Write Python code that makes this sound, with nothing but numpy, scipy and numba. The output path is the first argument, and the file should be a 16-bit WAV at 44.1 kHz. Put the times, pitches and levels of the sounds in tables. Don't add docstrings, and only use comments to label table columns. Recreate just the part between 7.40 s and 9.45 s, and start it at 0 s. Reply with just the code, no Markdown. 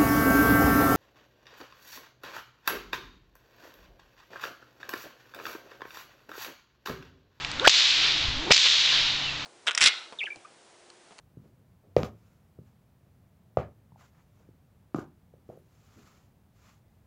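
import sys
import numpy as np
from scipy import signal
from scipy.fft import rfft, irfft
from scipy.io import wavfile
from scipy.ndimage import uniform_filter1d
from numba import njit

SR = 44100
rng = np.random.default_rng(int(sys.argv[2]) if len(sys.argv) > 2 else 0)


def to_wav(s):
    ch = np.atleast_2d(s).T
    pcm = np.round(np.clip(ch, -1, 1) * 32767)
    wavfile.write(sys.argv[1], SR, pcm.astype(np.int16))


N = 90404
ATTACK_S = .00025

# multiple of the snap's pitch, relative level in dB.
SNAP_SPECTRUM = [(.03, -1.5), (.16, -36), (.4, -22), (.72, 7), (1, 9), (1.4, -2.5), (2, -15), (2.8, -32.5)]
# frequency in Hz, relative level in dB.
CHURN_SPECTRUM = [(30, -9.5), (110, 0), (200, -5.5), (400, -12.5), (900, -0.5), (1800, -13), (5000, -29.5)]
# start in seconds, level in dB, hold and decay
# in seconds, snap pitch in Hz, level of the thump next to the snap in dB, thump pitch in Hz.
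SHOCK_WAVES = [(0.2727, -6, 0.00044, 0.00065, 4500, -18, 900),
               (.2745, -1.5, 0.001, 0.00079, 2270, 17.5, 739), (0.2764, 11, 0.0023, 0.0015, 3370, -5, 756),
               (1.1051, -21, 0.00064, 0.0023, 4370, -20, 565),
               (1.107, -16.5, 0.0027, 0.0042, 2440, 11.5, 564),
               (1.1113, -9.5, 0.0053, 0.0026, 2900, -2.5, 566), (1.116, -8.5, .002, .002, 4300, -7, 950),
               (1.118, -6, .0012, 0.00068, 4300, -7, 670)]

def cracks(churn_db=-11, thump_decay_s=.0018):
    churn = undb(churn_db) * even(noise(CHURN_SPECTRUM), size=200)
    out = 0
    for start, db, hold, decay, snap_hz, thump_db, thump_hz in SHOCK_WAVES:
        hiss = even(noise(np.array(SNAP_SPECTRUM) * [snap_hz, 1]), size=60)
        snap = hiss * burst(start, hold, decay)
        pressure = np.sin(2 * np.pi * thump_hz * (clock() - start)) * burst(start, 0, thump_decay_s)
        thump = pressure + churn * burst(start, hold, thump_decay_s)
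        out += undb(db) * (snap + undb(thump_db) * thump)
    return out


# time in seconds, pitch in Hz, level in dB.
THONG_WHISTLES = [
    [(.12, 191.7, -52), (.195, 266.6, -44.5), (.216, 418, -36), (.229, 516, -26.5), (.243, 551, -34),
     (.272, 679, -29)],
    [(.54, 286.3, -52), (.61, 306.4, -39), (.66, 421.5, -50), (.74, 345.4, -45), (.82, 278.2, -48.5)],
    [(.90, 220, -55), (.99, 279, -43), (1.055, 341.6, -39.5), (1.074, 356, -29.5), (1.092, 365, -38.5),
     (1.107, 477, -24)],
]
# time in seconds, pitch in Hz, level in dB.
TIP_WHISTLE = [(.17, 1344, -44), (.238, 1480, -39), (.248, 1410, -18.5), (.253, 1436, -14),
               (.2555, 1400, -17), (.259, 1470, -21.5), (.2655, 1810, -13), (.267, 1860, -24)]

def swings():
    thong = sum(swish(curve, rush_db=-4) for curve in THONG_WHISTLES)
    return thong + swish(TIP_WHISTLE, rush_db=-7)


def swish(curve, rush_db):
    whistle = glide(curve, rough=.87, width=.15)
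    rush = glide(curve, rough=.85, width=.96, ratio=2.1)
    return whistle + undb(rush_db) * rush


# start in seconds, level in dB, pitch in Hz,
# width of the rasp in Hz, decay in seconds, amount of ring from 0 to 1.
LEATHER_TICKS = [(0.0473, -16.5, 2580, 1700, .0013, 0.15), (0.115, -26, 4860, 3500, 0.0013, .1),
                 (0.197, -12.5, 3660, 2960, 0.0009, 0.97)]

def leather_ticks(low_cut_hz=1600):
    out = 0
    for start, db, hz, width_hz, decay, ring in LEATHER_TICKS:
        tone = np.exp(2j * np.pi * hz * (clock() - start))
        rasp = even((flutter(width_hz) * tone).real)
        tick = ring * unit(tone.imag) + np.sqrt(1 - ring ** 2) * rasp
        out += undb(db) * tick * burst(start, decay / 2, decay)
    return signal.sosfilt(signal.butter(4, low_cut_hz, "high", fs=SR, output="sos"), out)


# frequency in Hz, relative level in dB.
NEAR_SPECTRUM = [(100, -29), (700, -26.5), (1500, -15), (2500, -2), (3600, -0.5), (5000, -2), (7000, -10.5),
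                 (8000, -26), (9000, -36.5)]
# start in seconds, level in dB, decay in seconds.
NEAR_ECHOES = [(0.2817, 0, 0.00064), (0.2848, 2.5, 0.0019), (0.2944, 2.5, 0.0062), (0.3, -3, 0.00067),
               (0.3056, -16, .001), (0.3085, -31, 0.0009), (1.1208, 4.5, 0.0035), (1.1264, -9, 0.0012),
               (1.132, -5, 0.019), (1.145, -6.5, 0.0042), (1.1629, 5, 0.00042), (1.1664, 7, 0.00061),
               (1.1782, 3, 0.0015)]

def near_echoes():
    loudness = sum(undb(db) * burst(start, 0, decay) for start, db, decay in NEAR_ECHOES)
    return even(noise(NEAR_SPECTRUM), size=40) * loudness


# frequency in Hz, relative level in dB.
TAIL_SPECTRUM = [(100, -39), (400, -28.5), (800, -24), (1400, -17), (2300, -8.5), (3100, -3.5),
                 (3700, -0.5), (4600, -6), (6000, -12.5), (7400, -19), (8100, -30.5), (9000, -27)]
# start in seconds, level in dB, build-up in seconds,
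# seconds to fade by 60 dB, treble boost at the start in dB.
CRACK_TAILS = [(0.275, 0.5, 0.064, 1.282, 1.5), (1.118, 0, 0.12, 1.443, 4)]

def scattered_tails(treble_hz=5370, treble_loss_db_per_s=31):
    scatter = noise(TAIL_SPECTRUM, grain_db=3)
    low = signal.sosfiltfilt(signal.butter(2, treble_hz, fs=SR, output="sos"), scatter)
    out = 0
    for start, db, build_s, fade_s, treble_db in CRACK_TAILS:
        age = np.maximum(clock() - start, 0)
        loudness = undb(db) * (1 - np.exp(-age / build_s)) * np.exp(-np.log(1000) * age / fade_s)
        treble = (scatter - low) * undb(treble_db - treble_loss_db_per_s * age)
        out += loudness * (low + treble)
    return out


# frequency in Hz, relative level in dB.
FAR_SPECTRUM = [(100, -22.5), (500, -11.5), (1200, -2.5), (2400, 2.5), (3500, 7.5), (5000, -1),
                (8000, -28.5)]
# time of the peak in seconds, level in dB,
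# half length in seconds.
FAR_ECHOES = [(0.651, -19.5, 0.047), (1.263, -11, 0.013), (1.543, -21, 0.052)]

def far_echoes():
    t = clock()
    swells = sum(undb(db) * np.exp(-((t - peak) / half) ** 2 / 2) for peak, db, half in FAR_ECHOES)
    return noise(FAR_SPECTRUM, grain_db=3) * swells


# frequency in Hz, relative level in dB.
WIND_SPECTRUM = [(20, 1), (45, -2), (100, -7.5), (200, -22.5), (600, -54)]
# time in seconds, level in dB.
WIND_PUFFS = [(0, -57), (.80, -49), (.885, -28.5), (.93, -41), (.98, -29.5), (1.04, -51), (1.45, -55),
              (1.63, -45), (1.75, -76), (2.05, -64)]

def wind_puffs():
    times, db = np.array(WIND_PUFFS).T
    return even(noise(WIND_SPECTRUM), size=2000) * undb(np.interp(clock(), times, db))


# time in seconds, pitch in Hz, level in dB.
BIRD_CALL = [(1.82, 3000, -44), (1.855, 2976, -32), (1.89, 2706, -34), (1.92, 2580, -42)]

def distant_bird():
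    return glide(BIRD_CALL, rough=.65, width=.051)


# pitch in Hz, level in dB.
HUM_TONES = [(140, -50.5), (296, -54.5)]

def machine_hum():
    out = 0
    for hz, db in HUM_TONES:
        waver = 1 + .4 * flutter(width_hz=6.1)
        out += undb(db) * unit((waver * np.exp(2j * np.pi * hz * clock())).real)
    return out


# frequency in Hz, relative level in dB.
HISS_SPECTRUM = [(25, -2.5), (70, -3.5), (130, -5.5), (220, -10.5), (500, -13.5), (850, -6), (1500, -7),
                 (2200, -6), (2800, -5), (3800, -5.5), (5000, -13.5), (7200, -21), (9000, -44.5)]

def outdoor_hiss(level_db=-35.5):
    return undb(level_db) * noise(HISS_SPECTRUM)


def undb(db):
    return 10 ** (np.asarray(db) / 20)


def unit(x):
    return x / np.sqrt(np.mean(x ** 2))


def clock():
    return np.arange(N) / SR


def noise(spectrum, grain_db=0):
    hz, db = np.array(spectrum).T
    white = rng.standard_normal(N) * undb(grain_db * rng.standard_normal(N))
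    f = np.maximum(np.fft.rfftfreq(N, 1 / SR), 1)
    return unit(irfft(rfft(white) * undb(np.interp(np.log(f), np.log(hz), db)), N))


def even(x, size=90):
    return x / np.sqrt(uniform_filter1d(x ** 2, size) + 1e-9)


def flutter(width_hz):
    z = signal.sosfilt(signal.butter(2, np.clip(width_hz / 2, 1, SR / 4), fs=SR, output="sos"), rng.standard_normal((2, N)))
    return (unit(z[0]) + 1j * unit(z[1])) / np.sqrt(2)


def burst(start, hold, decay):
    age = clock() - start
    return np.clip(age / ATTACK_S, 0, 1) * np.exp(-np.maximum(age - hold, 0) / max(decay, 1e-4))


def glide(curve, rough, width, ratio=1, fade_s=0.0087):
    s, hz, db = np.array(curve).T
    t, rough = clock(), np.clip(rough, 0, 1)
    gate = np.clip(np.minimum(t - s[0], s[-1] - t) / fade_s + 1, 0, 1)
    body = np.sqrt(1 - rough ** 2) + rough * flutter(width * ratio * hz.mean())
    body = body / np.sqrt(np.abs(body) + 1e-9)
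    turn = np.exp(2j * np.pi * np.cumsum(ratio * np.interp(t, s, hz)) / SR)
    return np.sqrt(2) * (body * turn).real * gate * undb(np.interp(t, s, db))


def scene():
    whip = swings() + leather_ticks() + cracks()
    echoes = near_echoes() + scattered_tails() + far_echoes()
    yard = machine_hum() + wind_puffs() + outdoor_hiss() + distant_bird()
    return (whip + echoes + yard)[None]


@njit
def gain_control(x, threshold, duck, recover):
    y, db = np.empty(len(x)), 0.
    for i in range(len(x)):
        y[i] = x[i] * 10 ** (db / 20)
        db = db - duck if abs(y[i]) > threshold else min(db + recover, 0.)
    return y


def record(dry):
    threshold_db, duck_db_per_s, recover_db_per_s = -9.5, 2592, 30
    overload_level, mic_top_hz, ceiling, top_hz = .63, 8230, .72, 15900
    ducked = gain_control(dry[0], float(undb(threshold_db)), duck_db_per_s / SR, recover_db_per_s / SR)
    overloaded = np.clip(ducked, -overload_level, overload_level)
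    dulled = signal.sosfilt(signal.cheby1(10, .3, mic_top_hz, fs=SR, output="sos"), overloaded)
    top_cut = signal.ellip(8, .2, 70, top_hz, fs=SR, output="sos")
    return signal.sosfiltfilt(top_cut, np.clip(dulled, -ceiling, ceiling))[None]


dry = scene()
out = record(dry)
to_wav(out)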